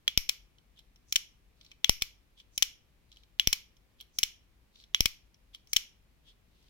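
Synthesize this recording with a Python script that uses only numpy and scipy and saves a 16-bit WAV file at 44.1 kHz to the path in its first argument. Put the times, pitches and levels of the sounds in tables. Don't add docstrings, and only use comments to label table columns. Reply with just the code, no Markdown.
import sys
import numpy as np
from scipy import signal
from scipy.fft import rfft, irfft, next_fast_len
from scipy.io import wavfile

SR = 44100
rng = np.random.default_rng(int(sys.argv[2]) if len(sys.argv) > 2 else 0)


def to_wav(s):
    ch = np.atleast_2d(s).T
    pcm = np.round(np.clip(ch, -1, 1) * 32767)
    wavfile.write(sys.argv[1], SR, pcm.astype(np.int16))


N = 295029
TOP_HZ = 16100
RIGHT_LAG_S = .00022

# (time [s], level [dB], left minus right [dB],
# second contact delay [s], second contact gain [dB], microphone thump [dB])
HALF_COCK_CLICKS = [(0.0784, -11, 3, .002, -6, -47.5), (1.8442, -10.5, 6.5, .001, -8.5, -52.5),
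                    (3.3966, -9, 3.5, .001, -4.5, -47), (4.9456, -9.5, -1, .001, 8, -47.5)]


def half_cock():
    return clicks(HALF_COCK_CLICKS, t60=.009, ring_db=-20, room_db=-7, steel_column=2)


def sear_ping(hz=3340, t60=.062, relative_db=-12, attack_s=.00085, size=6000):
    out, t = np.zeros((2, N)), np.arange(size) / SR
    envelope = fade(t, t60) * (1 - np.exp(-t / attack_s))
    for s, db, *_ in HALF_COCK_CLICKS:
        phase = rng.random() + np.array([[0], [-hz * RIGHT_LAG_S]])
        ping = envelope * np.sin(2 * np.pi * (hz * t + phase))
        add(out, s, click_gain(db + relative_db) * unit(ping))
    return out


# (time [s], level [dB], left minus right [dB],
# second contact delay [s], second contact gain [dB], microphone thump [dB])
BOLT_CLICKS = [(.1753, -8, 1, 0.0019, -10.5, -14), (1.8942, -6.5, 1.07, 0.001042, -8.5, -13),
               (3.4728, -9, 1.5, 0.00085, -7.5, -13.5), (5.0059, -9, 2.4, 0.00096, 3.5, -13)]


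def cylinder_bolt():
    return clicks(BOLT_CLICKS, t60=.009, ring_db=-22, room_db=-6, steel_column=3)


# (time [s], level [dB], left minus right [dB],
# second contact delay [s], second contact gain [dB], microphone thump [dB])
FULL_COCK_CLICKS = [(.2908, -13, 5.04, 0.00283, 6, -37), (2.0205, -14.5, 2.8, 0.0014, 3, -26.5),
                    (3.5282, -11, 1.6, 0.0029, -5, -30.5), (5.0568, -11.5, 7.3, 0.00338, -10.5, -21)]


def full_cock():
    return clicks(FULL_COCK_CLICKS, t60=.012, ring_db=-9.5, room_db=-5, steel_column=4)


# (time [s], level [dB], left minus right [dB],
# second contact delay [s], second contact gain [dB], microphone thump [dB])
TRIGGER_SNAPS = [(1.1236, -16, 1.43, 0.00164, 3.5, -40.5), (2.5775, -18, 0, 0.001333, -6, -37.5),
                 (4.1859, -16, 3, .0013, 0, -39), (5.7317, -15.5, 2, 0.00216, -8, -37)]


def trigger():
    return clicks(TRIGGER_SNAPS, t60=.016, ring_db=-20.5, room_db=-5.5, steel_column=5)


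# (time [s], level [dB], left minus right [dB],
# rebound delay [s], rebound gain [dB], microphone thump [dB])
HAMMER_DROPS = [(1.1581, -8.5, 2.9, 0.0035, 1.5, -33), (2.6240, -7.5, 5.3, 0.0038, -3.5, -31.5),
                (4.2310, -9.5, 2.8, 0.0038, -0.5, -28.5), (5.7632, -7.5, 2.5, 0.00338, 4.5, -29.5)]


def hammer():
    return clicks(HAMMER_DROPS, t60=.011, ring_db=-16.5, room_db=-5.5, steel_column=6)


# (centre [Hz], spread [Hz],
# half cock [dB], bolt [dB], full cock [dB], trigger [dB], hammer [dB], light tick [dB])
STEEL_CLUSTERS = [(1170, 420, -25, -26.5, -20, -30.5, -32, -16.5),
                  (2000, 1300, -24, -29, -19.5, -21.5, -18, -21.5),
                  (2365, 420, -6, -6, -4.5, -7.5, -8.5, -5), (3045, 160, 2, -3, -1, -8.5, 1, -2),
                  (3298, 100, 3.5, -9.5, 0, -9.5, -1.5, -2), (3881, 1100, -6.5, -9.5, -6, -12, -4.5, -2.5),
                  (4929, 2400, -12.5, -8, 0.5, -8.5, -13, -8), (5552, 700, -7.5, 3, -2.5, -3, 0, -2),
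                  (6413, 1400, -12, -9.5, -7.5, -3.5, -3, -7.5),
                  (7259, 1100, -17, -15.5, -6.5, -19, -10, -14),
                  (9080, 2000, -24, -15.5, -13, -15.5, -12.5, -20),
                  (11100, 1600, -20, -11.5, -10.5, -9.5, -14.5, -16),
                  (12784, 1700, -19.5, -7, -7.5, -12.5, -12.5, -14.5),
                  (15700, 1600, -12.5, -11, -6.5, -8, -9, -17.5)]


def clicks(events, t60, ring_db, room_db, steel_column):
    close, to_room = np.zeros((2, N)), np.zeros((2, N))
    modes, drive_db = steel_modes(), np.transpose(STEEL_CLUSTERS)[steel_column]
    for s, db, pan_db, again_s, again_db, thump_db in events:
        click = undb(ring_db) * springs()
        add(click, 0, contact(modes, drive_db, t60, again_s, undb(again_db)))
        add(close, s, click_gain(db) * unit(click) * undb(left_right(pan_db)))
        add(close, s, undb(thump_db + np.array([[0], [-22]])) * microphone_thump())
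        add(to_room, s, click_gain(db + room_db) * radiated(drive_db))
    return np.array([close, to_room])


def steel_modes(count=7):
    hz, spread = np.transpose(STEEL_CLUSTERS)[:2, :, None]
    place = (np.arange(count) + rng.random((len(STEEL_CLUSTERS), count))) / count - .5
    return hz + spread * place, 2 * np.pi * rng.random(place.shape)


def contact(modes, drive_db, t60, again_s=0, again_gain=0, attack_s=.00027, shadow_db=4, size=1300):
    hz, phase = modes
    clusters = 0
    for delay, gain in (0, 1), (again_s, again_gain):
        t = np.maximum(np.arange(size) / SR - delay - np.array([[0], [RIGHT_LAG_S]]), 0)
        shifted = phase + .8 * rng.standard_normal((2,) + hz.shape)
        envelope = gain * (1 - np.exp(-(t / attack_s) ** 2)) * fade(t, t60)
        tones = np.sin(2 * np.pi * hz[..., None] * t[:, None, None] + shifted[..., None])
        clusters = clusters + envelope[:, None] * tones.sum(axis=2)
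    db = drive_db + left_right(shadow_db) * hz.mean(axis=1) / TOP_HZ
    return unit(np.sum(unit(clusters) * undb(db)[..., None], axis=1))


# (frequency [Hz], level [dB], t60 [s])
SPRING_MODES = [(2230, -12.5, 0.041), (2479, -10, 0.035), (3443, -4.5, 0.017), (5190, -21, 0.052),
                (6255, -19.5, .045), (15410, -28.5, .04)]


def springs(attack_s=.0005, size=6000):
    t = np.arange(size) / SR
    ring = sum(undb(db) * fade(t, t60) * np.sin(2 * np.pi * (hz * t + rng.random((2, 1))))
               for hz, db, t60 in SPRING_MODES)
    return unit(ring * (1 - np.exp(-t / attack_s)))


def microphone_thump(rise_s=.00049, fall_s=.0039, size=6000):
    t = np.arange(size) / SR
    push = (1 - np.exp(-(t / rise_s) ** 2)) * np.exp(-t / fall_s)
    return -signal.sosfilt(signal.butter(2, 9, "high", fs=SR, output="sos"), push)


# (time [s], peak [dB])
OVERLOAD_CRACKS = [(1.895, -12)]


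def microphone_crack(width_s=.00005, size=64):
    out, t = np.zeros((2, N)), np.arange(size) / SR
    for s, db in OVERLOAD_CRACKS:
        add(out, s, -undb(db) * t / width_s * np.exp(1 - t / width_s))
    return out


# (time [s], level [dB], main resonance [Hz], treble [dB])
LOOSE_TICKS = [(.584, -36.5, 3330, -7), (.7906, -30, 3720, 4.5), (.9593, -36.5, 5730, 4.5),
               (1.6114, -30.5, 4020, -5.5), (1.6478, -34, 5776, 6), (1.715, -24.5, 2532, -5),
               (2.012, -21, 5700, 4), (2.3998, -28, 3210, -0.5), (3.126, -32, 3944, -6),
               (3.1697, -30.5, 3176, 3.5), (3.7673, -39.5, 5970, 5), (4.0096, -20, 3314, 11.5),
               (5.3433, -36.5, 5500, 2), (5.5473, -19, 3267, 3), (5.6719, -34.5, 5750, 7)]


def ticks(events, t60=.024, focus_db=8, focus_width_hz=550):
    out = np.zeros((2, N))
    hz, drive_db = np.transpose(STEEL_CLUSTERS)[[0, -1]]
    for s, db, main_hz, treble_db in events:
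        resonance_db = focus_db * np.exp(-((hz - main_hz) / focus_width_hz) ** 2)
        shelf_db = treble_db * (hz > TOP_HZ / 2)
        add(out, s, undb(db) * contact(steel_modes(), drive_db + resonance_db + shelf_db, t60))
    return out


# (middle [s], half length [s], level [dB])
HAMMER_DRAWS = [(1.652, 0.062, -67.5), (3.175, .065, -66), (4.793, .048, -62)]


def hammer_draws(squeak_hz=3930, count=3, catch_db=-34.5, scatter_db=2.5, treble_db=-3):
    rub = slides(HAMMER_DRAWS, squeak_hz, grain_db=3.5, width_hz=800, body=.2, hiss=.015)
    catches = []
    for s, half, _ in HAMMER_DRAWS:
        places = 2 * (np.arange(count) + rng.random(count)) / count - 1
        levels = catch_db + scatter_db * rng.standard_normal(count)
        catches += [(s + half * place, db, squeak_hz, treble_db) for place, db in zip(places, levels)]
    return rub + ticks(catches)


# (middle [s], half length [s], level [dB])
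SPUR_PRESSES = [(.788, 0.0215, -61), (2.396, 0.0209, -57), (4.008, 0.0163, -54), (5.549, .011, -52.5),
                (6.289, 0.029, -59.5)]


def spur_presses():
    return slides(SPUR_PRESSES, squeak_hz=3300, grain_db=2.5, width_hz=350, body=.05, hiss=.0087)


def sear_creep(events, lead_s, half_s, db, squeak_hz):
    strokes = [(s - lead_s, half_s, db) for s, *_ in events]
    return slides(strokes, squeak_hz, grain_db=3, width_hz=800, body=.12, hiss=.006)


# (middle [s], half length [s], level [dB])
GRIP_SHIFTS = [(6.66, 0.142, -72)]


def grip_shift():
    return slides(GRIP_SHIFTS, squeak_hz=3230, grain_db=2.5, width_hz=1600, body=.3, hiss=.043)


def slides(strokes, squeak_hz, grain_db, width_hz, body, hiss):
    out = np.zeros((2, N))
    slips = rng.standard_normal((2, N))
    slips *= undb(grain_db * rng.exponential(size=N // 16 + 1).repeat(16)[:N])
    squeak = lambda f: np.minimum(f / squeak_hz, 1) ** 2 / np.hypot(1, 2 * (f - squeak_hz) / width_hz)
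    frame = lambda f: body * np.exp(-((f - 4400) / 2000) ** 4)
    for s, half, db in strokes:
        span = np.arange(max(int((s - 2 * half) * SR), 0), min(int((s + 2 * half) * SR), N))
        rub = shape(slips[:, span], lambda f: squeak(f) + frame(f) + hiss)
        swell = np.exp(-((span / SR - s) / half) ** 2)
        out[:, span] += undb(db) * unit(rub) * np.sqrt(len(span)) * swell
    return out


def radiated(drive_db, contrast=.77, blur_hz=350, size=256):
    hz, spread = np.transpose(STEEL_CLUSTERS)[:2, :, None]
    spread = np.hypot(spread, blur_hz)
    f = np.fft.rfftfreq(size, 1 / SR)
    gain = undb(contrast * drive_db)[:, None]
    power = gain ** 2 / spread / (1 + (2 * (f - hz) / spread) ** 4)
    pulse = irfft(np.sqrt(power.sum(axis=0)))
    return unit(np.roll(pulse, size // 4))


# (band [Hz], level [dB], t60 [s])
ROOM_TAIL = [(500, -13.5, .3), (1400, -10, 0.27), (2360, -7, .33), (3266, -13, 0.33), (4170, -7.5, 0.27),
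             (5500, -9.5, .31), (7800, -13.5, .23), (13000, -8.5, 0.25), (16000, -15, .16)]


def room(x, echo_s=.0088, echo_db=-19, build_s=.01, size=22000):
    t = np.arange(size) / SR
    hz, db, t60 = np.transpose(ROOM_TAIL)
    noise = rng.standard_normal((2, size))
    tail = 0
    for weights, band_db, band_t60 in zip(np.eye(len(hz)), db, t60):
        band = shape(noise, lambda f: on_log_axis(f, hz, weights))
        tail = tail + undb(band_db) * unit(fade(t, band_t60)) * band
    echo = unit(rng.standard_normal((2, size)) * (t > echo_s) * fade(np.abs(t - echo_s), .009))
    response = tail * np.minimum(t / build_s, 1) + undb(echo_db) * echo
    return signal.fftconvolve(x, response, axes=1)[:, :N]


# (frequency [Hz], relative density [dB])
ROOM_TONE_SPECTRUM = [(53, -27.5), (90, -4), (151, -4.5), (697, -18.5), (810, -19), (1360, -21.5),
                      (1510, -22), (2380, -20), (2830, -22), (3990, -25), (8300, -32.5), (14500, -31),
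                      (15500, -34.5)]


def room_tone(level_db=-73, alike_hz=300, left_db=3, drone_hz=47, drone_db=-67, drone_width_hz=16):
    hz, db = np.transpose(ROOM_TONE_SPECTRUM)
    likeness = lambda f: .8 / (1 + (f / alike_hz) ** 2)
    shared = shape(rng.standard_normal(N), lambda f: np.sqrt(likeness(f)))
    apart = shape(rng.standard_normal((2, N)), lambda f: np.sqrt(1 - likeness(f)))
    air = shared + apart
    lean_db = lambda f: left_right(left_db) / (1 + (f / 800) ** 2)
    noise = shape(air, lambda f: undb(on_log_axis(f, hz, db) + lean_db(f)) / np.sqrt(1 + likeness(f)))
    drone = shape(air, lambda f: undb(lean_db(f)) / (1 + ((f - drone_hz) / drone_width_hz) ** 2))
    return noise * undb(level_db) / np.std(noise.mean(axis=0)) + drone * undb(drone_db) / np.std(drone)


def undb(db):
    return 10 ** (np.asarray(db) / 20)


def click_gain(db):
    return np.sqrt(SR / 1000) * undb(db)


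def left_right(db):
    return np.array([[.5], [-.5]]) * db


def unit(x):
    return x / np.sqrt(np.sum(x ** 2, axis=-1, keepdims=True))


def fade(t, t60):
    return np.exp(-np.log(1000) * t / t60)


def on_log_axis(hz, points_hz, values):
    return np.interp(np.log(np.maximum(hz, 1)), np.log(points_hz), values)


def shape(x, gain):
    n = x.shape[-1]
    size = next_fast_len(n)
    return irfft(rfft(x, size) * gain(np.fft.rfftfreq(size, 1 / SR)), size)[..., :n]


def add(track, s, sound):
    i = int(round(s * SR))
    track[..., i:i + sound.shape[-1]] += sound[..., :N - i]


def scene():
    close, to_room = half_cock() + cylinder_bolt() + full_cock() + trigger() + hammer()
    handling = hammer_draws() + spur_presses()
    handling += sear_creep(HALF_COCK_CLICKS, lead_s=.007, half_s=.0013, db=-62.5, squeak_hz=3150)
    handling += sear_creep(TRIGGER_SNAPS, lead_s=.016, half_s=.028, db=-63.5, squeak_hz=6050)
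    handling += grip_shift() + ticks(LOOSE_TICKS)
    direct = close + sear_ping() + microphone_crack() + handling
    return direct + room(to_room + undb(-3) * handling) + room_tone()


def record(dry):
    ceiling = 1.3
    rounded = ceiling * np.tanh(dry / ceiling)
    return signal.sosfilt(signal.ellip(8, .2, 70, TOP_HZ, fs=SR, output="sos"), rounded)


dry = scene()
out = record(dry)
to_wav(out)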